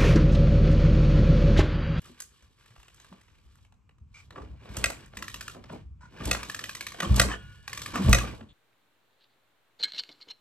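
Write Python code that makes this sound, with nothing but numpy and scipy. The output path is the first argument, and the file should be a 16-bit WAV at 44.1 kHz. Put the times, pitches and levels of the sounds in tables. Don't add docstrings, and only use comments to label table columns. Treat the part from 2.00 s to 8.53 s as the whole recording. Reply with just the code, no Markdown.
import sys
import numpy as np
from scipy import signal
from scipy.fft import rfft, irfft, next_fast_len
from scipy.io import wavfile
from scipy.ndimage import uniform_filter1d

SR = 44100
rng = np.random.default_rng(int(sys.argv[2]) if len(sys.argv) > 2 else 0)


def digitize_waveform(pressure):
    field = np.atleast_2d(pressure).T
    bounded = np.clip(field, -1, 1)
    quanta = np.round(bounded * 32767).astype(np.int16)
    wavfile.write(sys.argv[1], SR, quanta)


def gain_from_decibels(decibels):
    exponent = np.asarray(decibels, float) / 20
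    return 10 ** exponent


N = 287973
LEAD, SPAN = int(0.033 * SR), int(0.32 * SR)

# t/s, peak/dB, dull part/dB, bright part/dB
STOPS = [
    (2.8418, -15, -8.5, -3.5),
    (4.3129, -18.5, -4.5, 1),
    (5.198, -9.5, -4.5, 0),
    (6.1298, -10.5, -3, 1),
]
# f/Hz, level/dB, t60/s
STOP_MODES = [(512, -7.5, 0.018), (685, -7.5, 0.028), (1200, -7, 0.024), (1390, -8, .025),
              (1600, -8, 0.016), (1933, -5.5, 0.026), (2134, -10, .03), (2550, -2.5, 0.019),
              (3486, -13, 0.022), (4290, -13, 0.0083), (6080, -16, 0.015), (6460, -14, .02),
              (7930, -8, .015), (8180, -7, 0.021)]
# t/s, peak/dB, dull part/dB, bright part/dB
CLANKS = [(2.36, -52.5, 17, -23), (2.3815, -54.5, 17.5, -32), (2.7683, -32.5, 2.5, 11),
          (2.9012, -35.5, 9, 8), (3.6975, -45.5, 9, -29), (4.2547, -31.5, -24, 10), (4.2946, -38, -7, -8),
          (4.3485, -23, -1.5, -9), (5.003, -17, -10, -10), (5.03, -23, -1.5, -8.5), (5.1612, -37, -11, 19),
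          (5.2865, -34.5, 7, -8), (5.3167, -30, -27.5, -34), (5.3389, -34, 6, -24.5),
          (5.9569, -22.5, 0, -8.5), (6.048, -43.5, 5, 2), (6.094, -42, -12, 20.5), (6.185, -22, -19, -3.5),
          (6.4093, -45, 6, -25)]
# f/Hz, width/Hz, level/dB
LEVER_MODES = [(522, 50, -12.5), (1183, 110, -10.5), (1610, 64, -26), (2180, 49, -2), (2440, 100, 2),
               (3540, 110, -1), (4100, 56, -2.5), (5400, 120, -9.5), (6230, 74, -29.5), (6550, 30, -13.5),
               (6850, 140, 5.5), (8300, 70, -22.5)]
# f/Hz, level/dB
CRACK = [(180, -30.5), (300, -14.5), (587, -4), (848, -13), (1960, -4.5), (2210, -17.5), (2570, -3),
         (4770, -4), (7890, -6.5), (9330, -6), (10500, -12.5), (13500, -14.5), (16500, -55)]
# t/s, peak/dB, low mode/dB, high mode/dB, click/dB
RATCHET = [(3.1712, -33, -6.5, 2, -1.5), (3.2249, -30.5, -6.5, -2, -8), (3.2817, -32.5, -7.5, 0, -5),
           (3.3431, -36, -2.5, 0, 4), (3.4098, -31.5, -8.5, -3, -3), (3.4804, -31.5, -4.5, -1, -8),
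           (4.4317, -33, -2, 5.5, -3), (4.4984, -27, -9, -13, -17), (4.5466, -28, -6.5, -5, -13),
           (4.5923, -31.5, -4.5, 0, -3), (4.6401, -28.5, -7, 0.5, -18), (4.6937, -31, -8.5, -2, -5.5),
           (4.7505, -32, -6.5, -3, -0.5), (4.809, -30, -11, -0.5, -4), (4.8674, -29.5, -8, 0, -2.5),
           (4.9204, -38.5, -4, -2, -10.5), (5.6789, -33.5, -3, 4, -1), (5.731, -29, -7.5, -8, -5),
           (5.7755, -32, -7.5, 0.5, 1), (5.8186, -32.5, -5.5, -8, 3.5), (5.8611, -35, 0, 3.5, 2.5)]
# f/Hz, t60/s
PAWL_RINGS = [(1750, .022), (1160, .026), (2420, .017)]
# t/s, peak/dB, t60/s
PUFFS = [(2.706, -33, 0.25), (2.784, -27.5, 0.44), (2.868, -30.5, 0.13), (4.227, -33, 0.13),
         (4.266, -23, 0.53), (4.279, -36, 0.27), (4.321, -27.5, 0.2), (5.075, -27, 0.066),
         (5.102, -21, 0.088), (5.115, -8, 0.42), (5.173, -27, 0.14), (5.205, -17.5, 0.38), (5.267, -24, .4),
         (6.059, -26, 0.082), (6.073, -14, 0.067), (6.097, -5.5, 0.29), (6.131, -16.5, 0.18),
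         (6.186, -23, .3), (6.237, -38.5, 0.24)]
# start/s, fastest/s, coasted out/s, level/dB
STROKES = [
    (2.62, 2.8, 3.05, -48),
    (4.13, 4.27, 4.48, -43.5),
    (4.99, 5.18, 5.31, -39),
    (5.88, 6.11, 6.333, -39),
]
# start/s, middle/s, end/s, level/dB
RETURNS = [
    (3.16, 3.4, 3.53, -59),
    (4.42, 4.6, 4.98, -57.5),
    (5.71, 5.84, 5.9, -54),
]
# start/s, peak/s, end/s, level/dB
CLOTH = [(0, .06, 0.12, -58), (.18, .22, 0.21, -55), (.26, .38, 0.55, -66.5), (.58, .7, .8, -64),
         (.74, .86, 0.96, -65.5), (.93, 1.04, 1.11, -62.5), (1.1, 1.2, 1.34, -67.5),
         (1.28, 1.4, 1.62, -69.5), (2.14, 2.17, 2.24, -65), (5.38, 5.44, 5.56, -62), (5.5, 5.57, 5.67, -66)]
# start/s, peak/s, end/s, level/dB
CREAKS = [(.04, .11, 0.098, -64), (1.09, 1.13, 1.203, -63), (2.28, 2.38, 2.57, -60.5),
          (3.5, 3.56, 3.74, -64), (3.67, 3.73, 3.83, -54.5), (3.99, 4.04, 4.14, -73),
          (4.98, 5.04, 5.13, -48), (5.9, 5.96, 6.26, -48), (6.35, 6.4, 6.54, -64), (3.1, 3.2, 3.33, -62.5),
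          (5.5, 5.6, 5.42, -69.5), (5.1, 5.25, 5.4, -49)]
# level/dB, drop to the ends/dB, lag/s
STROKE_MIX = [
    (2, 17.5, 0.013),
    (-0.5, 10.5, 0.0037),
    (-7.5, 21, 0.015),
]
RETURN_MIX = [
    (-1.7, 7.5, 0.011),
    (0.58, 1.1, 0),
    (.5, 6.1, 0.009),
]
CLOTH_MIX = [
    (-14, 5.4, 0.025),
    (-0.5, 6.9, 0),
    (-9.5, 2.6, 0.0096),
]
CREAK_MIX = [
    (9, 22.9, 0.0028),
    (0.5, 14, -0.0065),
    (-14, 17, -0.0011),
]
# t/s, level/dB
RUMBLE = [(0, -58), (.12, -63.5), (.5, -78), (.8, -71), (1.25, -73), (1.75, -64.5), (2.25, -63), (2.5, -53),
          (2.7, -51), (3.1, -55), (3.75, -53), (4.0, -54), (5.0, -55), (5.243, -40.5), (5.65, -59.5),
          (5.98, -42), (6.15, -33.5), (6.53, -58)]
# f/Hz, width/Hz, level/dB
CASES = [(510, 90, -9.5), (1178, 40, -5.5), (1700, 290, -1.5), (2410, 170, -5), (2880, 73, -10)]
# f/Hz, level/dB
HISS = [(1760, -57.5), (3000, -2.5), (3360, -3), (6570, -11.5), (7910, -8), (9060, -14), (9390, -44),
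        (10500, -8.5), (13000, -23), (16500, -85.5)]
# t/s, peak/dB, f/Hz, t60/s
PINGS = [(.052, -49, 1240, .03), (.066, -57, 1314, .02), (.098, -51.5, 330, .05), (.34, -64, 1200, .03),
         (.36, -62, 2800, .03), (2.358, -39, 1170, 0.047), (2.378, -39, 1150, 0.049),
         (2.42, -45, 1200, 0.038), (3.17, -45, 199, 0.09), (4.944, -42, 700, 0.037), (2.39, -45, 280, .08),
         (2.43, -47, 418, .06), (3.555, -47.5, 700, .05), (3.7, -44, 650, .04), (3.735, -50, 2400, .03),
         (4.03, -49, 1004, 0.094), (5.05, -32, 3130, 0.033), (5.33, -40, 2990, .06),
         (5.28, -34.5, 298, .08), (5.06, -34, 330, .06), (4.056, -50, 1450, .04), (4.183, -44, 1600, .03),
         (4.205, -39, 1200, .06), (4.22, -41, 1800, .03), (4.252, -43, 1640, .03), (2.862, -36, 560, .05),
         (5.028, -24.5, 1190, .04), (5.044, -30, 1100, .03), (5.054, -35.5, 1150, .03),
         (5.07, -41, 1190, .04), (5.096, -36.5, 1100, .04), (5.14, -37.5, 1190, .06),
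         (5.215, -23.5, 563, .05), (5.235, -31, 1070, .03), (5.315, -25, 1750, .04),
         (5.317, -35, 1150, .04), (5.338, -32, 1760, .04), (5.934, -38, 294, .05),
         (5.955, -24.5, 1203, .04), (5.975, -37, 1815, .04), (6.047, -35, 1150, .06),
         (6.075, -42, 1750, .04), (6.091, -36, 1150, .05), (6.147, -25.5, 550, .05),
         (6.184, -29.5, 1660, .03), (6.195, -29, 2550, .02), (6.21, -28, 1150, .04),
         (6.243, -35.5, 1200, .04), (6.252, -40, 1700, .03)]
# f/Hz, level/dB, t60/s
FRAME = [(1163, -13.5, 0.078), (1455, -8, 0.45), (1680, -14, 0.82), (1760, -8, .2), (2310, -16.5, 0.22),
         (2546, -22, 0.25), (2789, -20, .4), (2880, -14.5, 0.48), (3120, -18, 0.27), (3289, -17, 0.71)]
# t/s, peak/dB, f/Hz, t60/s
THUDS = [(0.097, -48.5, 243, 0.15), (0.429, -50, 68, 0.15), (0.698, -48, 116, 0.14), (0.779, -45, 54, 0.14),
         (0.974, -60.5, 53.8, 0.11), (1.115, -41, 191, 0.095), (1.454, -48.5, 64, 0.23),
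         (1.546, -51, 90.4, 0.49), (2.012, -39, 72, 0.2), (2.108, -47, 55, .15), (2.263, -48.5, 64, 0.15),
         (2.406, -37.5, 65, 0.37), (2.497, -36.5, 65.6, 0.26), (3.171, -41, 53, 0.18),
         (3.279, -49, 109, 0.12), (3.33, -43.5, 49.7, 0.24), (3.705, -37, 159.6, 0.091),
         (3.729, -37, 180, 0.11), (3.852, -36, 66.1, 0.24), (3.911, -38.5, 67.3, 0.08),
         (3.994, -43.5, 73.3, 0.12), (4.2, -33, 136, 0.11), (5.021, -26.5, 171.3, 0.17),
         (5.049, -28, 195.6, 0.08), (5.692, -46.5, 87, 0.087), (5.943, -28.5, 243, 0.24),
         (5.989, -17.5, 189, 0.18), (6.003, -24, 187, 0.23), (6.039, -15.5, 133, 0.4),
         (6.41, -38.5, 218, 0.166)]
# t/s, length/s, level/dB, main f/Hz, second f/Hz, second level/dB
SCRAPES = [(2.14, 0.064, -53.5, 2315, 1450, -11.5), (2.367, 0.015, -60, 1150, 1700, 1),
           (2.415, 0.0083, -54.5, 1150, 1700, 0), (4.006, 0.058, -60, 1000, 1470, 3),
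           (5.02, 0.03, -40, 1150, 910, -9), (5.292, 0.035, -39, 1740, 1150, 1.5),
           (5.305, 0.045, -50.5, 3040, 3050, -3), (5.936, 0.048, -38, 1150, 1460, -3.5),
           (6.486, 0.028, -66.5, 3600, 3440, 4.5)]
# t/s, peak/dB, brightness/dB
TICKS = [(0.0179, -61, 21.5), (0.0558, -58, 21), (0.2026, -39.5, 20), (0.22, -49.5, 25), (0.4235, -53, 4),
         (0.6594, -51, 5), (0.7055, -51.5, -1), (0.762, -47, -9), (0.7995, -47.5, 1), (0.83, -48, 4),
         (0.8814, -45.5, 4), (0.9444, -55, 14), (0.9998, -46, 6), (1.0456, -47, 7), (1.126, -50.5, -42),
         (1.2126, -51.5, 7), (1.282, -56, -14), (1.5548, -56, 7), (1.585, -60, -5), (1.6486, -55, 0),
         (1.723, -53.5, -2), (1.8923, -52, -8), (1.983, -62.5, 0), (2.3062, -41, -4), (2.6569, -48, -41),
         (3.06, -50.5, 10), (3.135, -46.5, -35), (3.5474, -44, -12), (3.6399, -40.5, -6.5),
         (4.9447, -40, -32)]
# f/Hz, width/Hz, level/dB
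TICK_MODES = [(950, 43, -31), (1150, 48, -1), (1766, 86, -3), (2480, 150, 2), (3837, 66, -11),
              (4220, 82, -2), (5370, 93, -7.5), (7060, 130, -23.5), (7060, 72, -27), (7740, 450, -22)]
# f/Hz, level/dB
WIND = [(24, -38.5), (40, 0), (99, -2), (646, -33), (1120, -23), (1950, -38.5), (2380, -29.5),
        (3650, -43.5), (8130, -42), (9450, -58.5), (11300, -51.5), (13100, -49.5), (16000, -66.5)]
# f/Hz, phase/rad
PORT_PHASE = [(0, 1), (150, 0), (780, -2), (1120, 0.5), (3270, 1.5), (4050, 1.5), (6630, 1.79), (7580, 5),
              (8270, 4.5), (9040, 4), (10200, 7), (11200, -1.2), (12900, 0), (13800, 2)]
# f/Hz, level/dB
PORT_BALANCE = [(60, 0), (110, 1), (200, 0.5), (380, -1), (700, -1), (1290, 0.5), (2380, -1), (4400, 1),
                (8120, -2), (15000, 1)]
# f/Hz, level/dB
MID_DIP = [(8800, 0), (9150, -20.5), (10250, -14), (10500, -0.5), (13600, -2), (14200, -1.5), (16300, 0),
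           (16900, -32.5)]


def unit(x):
    return x / np.sqrt(np.mean(x ** 2))


def on_log(table, hz):
    f, v = np.transpose(table)
    return np.interp(np.log(hz + 1), np.log(f + 1), v)


def colour(x, table):
    n = next_fast_len(x.shape[-1], True)
    gain = gain_from_decibels(on_log(table, np.fft.rfftfreq(n, 1 / SR)))
    return irfft(rfft(x, n) * gain, n)[..., :x.shape[-1]]


def band(x, lo_hz, hi_hz):
    return signal.sosfilt(signal.butter(2, [lo_hz, hi_hz], "band", fs=SR, output="sos"), x)


def ring(x, hz, t60):
    pole = np.exp(2j * np.pi * hz / SR - np.log(1000) / (t60 * SR))
    return signal.lfilter([1], [1, -pole], x).imag


def flicker(rate, db):
    k = int(SR / rate)
    steps = np.repeat(rng.standard_normal(N // k + 1), k)
    return gain_from_decibels(db * 1.86 * uniform_filter1d(steps, k)[:N])


def add(track, s, x):
    i = int(s * SR)
    track[i:i + len(x)] += x[:len(track) - i]


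def strike(hz, t60, cycles, phase):
    t = np.arange(4096) / SR
    swell = (1 - np.exp(-t * hz / cycles)) ** 2 * gain_from_decibels(-60 * t / t60)
    return swell / swell.max() * np.sin(2 * np.pi * (hz * t + phase))


def crack(rise_s, fall_s, lo_hz):
    t = np.arange(4096) / SR
    spray = (1 - np.exp(-t / rise_s)) * np.exp(-t / fall_s) * rng.standard_normal(len(t))
    x = band(colour(spray, CRACK), lo_hz, 16500)
    return x / np.abs(x).max()


def stops():
    out = np.zeros(N)
    for s, db, dull_db, bright_db in STOPS:
        luck = rng.standard_normal((len(STOP_MODES), 3))
        body = 0
        for (hz, mode_db, t60), (a, b, phase) in zip(STOP_MODES, luck):
            tone_db = dull_db if hz < 1500 else bright_db if hz > 3000 else 0
            body = body + gain_from_decibels(mode_db + tone_db + 1.8 * a) * strike(hz * (1 + 0.0072 * b), t60, 3.3, phase)
        edge = gain_from_decibels(bright_db) * 2 * crack(0.00048, 0.0046, 820)
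        add(out, s - 0.0012, gain_from_decibels(db) * (body + edge))
    return out


def knocks(events, modes, rise_s, rattle_s, t60, crack_db, loose):
    out, t = np.zeros(N), np.arange(4096) / SR
    contact = (1 - np.exp(-t / rise_s)) ** 2 * np.exp(-t / rattle_s)
    for s, db, dull_db, bright_db in events:
        touch = contact * rng.standard_normal((2, len(t)))
        luck = rng.standard_normal((len(modes), 2))
        body = 0
        for (hz, _, mode_db), (a, b) in zip(modes, luck):
            body = body + gain_from_decibels(mode_db + 6.9 * loose * a) * ring(touch[0], hz * (1 + 0.11 * loose * b), t60)
        x = unit(body) + gain_from_decibels(crack_db) * unit(colour(touch[1], CRACK))
        parts = [-band(x, 360, 1300), band(x, 910, 3370), -band(x, 6300, 13000)]
        levels_db = (dull_db, 0, bright_db)
        add(out, s - rise_s, sum(gain_from_decibels(db + g) * p / np.abs(p).max() for p, g in zip(parts, levels_db)))
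    return out


def clanks():
    return knocks(CLANKS, LEVER_MODES, 0.0018, 0.0041, 0.0048, crack_db=12, loose=0.62)


def ratchet():
    out = np.zeros(N)
    for s, db, low_db, high_db, click_db in RATCHET:
        luck = rng.standard_normal((len(PAWL_RINGS), 4))
        body = 0
        for (hz, t60), mode_db, (a, b, c, d) in zip(PAWL_RINGS, (0, low_db, high_db), luck):
            first = strike(hz * (1 + 0.043 * a), t60, 0.8, b)
            partner = 0.72 * strike(hz * (1 + 0.139 * c), t60, 1.9, d)
            body = body + gain_from_decibels(mode_db) * (first + partner)
        click = gain_from_decibels(click_db + 6.5) * crack(0.0004, 0.0058, 2900)
        clack = gain_from_decibels(4.5) * crack(0.0006, 0.0063, 450)
        add(out, s - 0.001, gain_from_decibels(db - 2) * (body + click + clack))
    return out


def exhaust():
    start_hz, pipe_hz, second_hz, third_hz = 84.5, 58.5, 122, 197.5
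    out, t = np.zeros(N), np.arange(-LEAD, SPAN) / SR
    after = np.maximum(t, 0)
    before = t - after
    sag = (start_hz - pipe_hz) * 0.0015 * (1 - np.exp(-after / 0.012))
    wave = np.cos(2 * np.pi * (start_hz * before + pipe_hz * after + sag))
    wave = wave + gain_from_decibels(-9) * np.cos(2 * np.pi * second_hz * t)
    wave = wave + gain_from_decibels(-12) * np.cos(2 * np.pi * third_hz * t)
    for s, db, t60 in PUFFS:
        decay = 0.97 * gain_from_decibels(-60 * after / t60) + 0.16 * np.exp(-after / 0.006)
        swell = np.exp(-(before / 0.0089) ** 2) * decay
        add(out, s + t[0], -gain_from_decibels(db) * swell * wave / np.abs(wave).max())
    return out


def effort(motions, mix):
    let_go_db_per_s = 25 / 0.091
    t, out = np.arange(N) / SR, np.zeros((len(mix), N))
    for start, peak, end, db in motions:
        for power, (rel_db, drop_db, lag_s) in zip(out, mix):
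            shape = np.interp(t - lag_s, [start, peak, end], [-drop_db, 0, -drop_db])
            outside = np.maximum(start - t + lag_s, 0) + np.maximum(t - lag_s - end, 0)
            level_db = db + rel_db + shape - let_go_db_per_s * outside
            power += gain_from_decibels(2 * np.maximum(level_db, -150))
    return out


def grit():
    return flicker(220, 2) * flicker(30, 1.1)


def cranking():
    rumble_gain = gain_from_decibels(np.interp(np.arange(N) / SR, *np.transpose(RUMBLE)))
    kinds = (STROKES, STROKE_MIX), (RETURNS, RETURN_MIX), (CLOTH, CLOTH_MIX), (CREAKS, CREAK_MIX)
    knock, whirr, rub = np.sqrt(sum(effort(*kind) for kind in kinds))
    noise = rng.standard_normal((4, N))
    teeth = noise[2] * grit()
    cases = sum(gain_from_decibels(db) * unit(ring(teeth, hz, 1.25 / width)) for hz, width, db in CASES)
    gears = unit(unit(cases) + gain_from_decibels(-4.5) * unit(band(teeth, 860, 3600)))
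    rumble = flicker(14, 1.2) * unit(band(band(noise[0], 35, 140), 46, 220))
    dull = unit(band(noise[1], 150, 327)) - gain_from_decibels(-2) * unit(band(noise[1], 380, 950))
    dull = flicker(60, 2.19) * dull
    hiss = unit(colour(noise[3] * grit(), HISS))
    return rumble_gain * rumble + knock * dull + gain_from_decibels(0.5) * whirr * gears + gain_from_decibels(6.5) * rub * hiss


def pings():
    out = np.zeros(N)
    for s, db, hz, t60 in PINGS:
        add(out, s, gain_from_decibels(db) * strike(hz, t60, 1.2, rng.random()))
    return out


def frame_ring():
    out, t = np.zeros(N), np.arange(SR // 2) / SR
    shake = np.exp(-t / 0.19) * rng.standard_normal((len(FRAME), len(t)))
    song = 0
    for (hz, db, t60), x in zip(FRAME, shake):
        song = song + gain_from_decibels(db) * flicker(11, 1.2)[:len(t)] * ring(x, hz, t60)
    add(out, 5.3, gain_from_decibels(-77.5) * song)
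    return out


def thuds():
    out, t = np.zeros(N), np.arange(SPAN) / SR
    for s, db, hz, t60 in THUDS:
        rough = unit(band(rng.standard_normal(SPAN), 0.88 * hz, 1.51 * hz))
        swell = (1 - np.exp(-t / 0.011)) * gain_from_decibels(-60 * t / t60)
        x = swell * (np.sin(2 * np.pi * hz * t) + 0.33 * rough)
        add(out, s, -gain_from_decibels(db - 2) * x / np.abs(x).max())
    return out


def scrapes():
    out, t = np.zeros(N), np.arange(SPAN) / SR
    grain = flicker(110, 0.55)[:SPAN]
    for s, length, db, hz, second_hz, second_db in SCRAPES:
        friction = rng.standard_normal(SPAN) * grain
        x = unit(ring(friction, hz, 0.022))
        x = x + gain_from_decibels(second_db) * unit(ring(friction, second_hz, 0.0085))
        x = x + gain_from_decibels(-5) * unit(band(friction, 3600, 8700))
        fade = np.minimum(t / 0.005, 1) * gain_from_decibels(-np.maximum(t - length, 0) / 0.00095)
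        add(out, s, gain_from_decibels(db) * band(x, 800, 8100) * fade)
    return out


def ticks():
    events = [(s, db, -6.5 - 0.3 * edge_db, -6.5 + edge_db) for s, db, edge_db in TICKS]
    return knocks(events, TICK_MODES, 0.00057, 0.0041, 0.0038, crack_db=0.5, loose=2.4)


def yard(x):
    wall_s, dull_t60, bright_t60 = 0.016, 0.25, 0.27
    t = np.arange(SPAN) / SR
    late = np.maximum(t - wall_s, 0)
    noise = rng.standard_normal((3, SPAN))
    slap = (late > 0) * np.exp(-late / 0.004) * (noise[2] - 0.43 * band(noise[2], 800, 2300))
    dull = gain_from_decibels(-60 * late / dull_t60) * band(noise[:2], 250, 2200)
    bright = gain_from_decibels(-60 * late / bright_t60) * band(noise[:2], 4300, 18000)
    tail = (1 - np.exp(-late / 0.00072)) * (dull - bright)
    near = signal.oaconvolve(x, slap / np.linalg.norm(slap))[:N]
    far = signal.oaconvolve(x[None], tail / np.linalg.norm(tail[0]), axes=1)[:, :N]
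    return gain_from_decibels(-8.5) * near, gain_from_decibels(-11) * far


def wind():
    common, own = rng.standard_normal(N), rng.standard_normal((2, N))
    return gain_from_decibels(-64) * flicker(1.7, 1.5) * unit(colour(common + 0.98 * own, WIND))


def ports(x):
    n = next_fast_len(N, True)
    hz = np.fft.rfftfreq(n, 1 / SR)
    lead = np.exp(0.5j * np.interp(hz, *np.transpose(PORT_PHASE)))
    turn = lead * gain_from_decibels(on_log(PORT_BALANCE, hz) / 2)
    return irfft(rfft(x, n) * np.array([turn, 1 / turn]), n)[:, :N]


def scene():
    metal = clanks() + stops() + ratchet() + ticks()
    slap, scatter = yard(metal)
    air = signal.ellip(8, 0.5, 50, 13900, fs=SR, output="sos")
    motion = signal.sosfilt(air, cranking() + scrapes()) + pings()
    spread = gain_from_decibels(-7.5) * np.array([np.roll(motion, 900), np.roll(motion, 1300)])
    direct = ports(metal + slap + frame_ring() + exhaust() + thuds() + motion)
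    return direct + spread + signal.sosfilt(air, scatter + wind())


def low_pass(x):
    return signal.sosfilt(signal.butter(12, 16800, fs=SR, output="sos"), x)


def record(dry):
    wet = np.tanh(1.113 * dry) / 1.18
    mid = wet.mean(axis=0)
    mix = wet - mid + colour(mid, MID_DIP)
    return low_pass(mix)


dry = scene()
out = record(dry)
digitize_waveform(out)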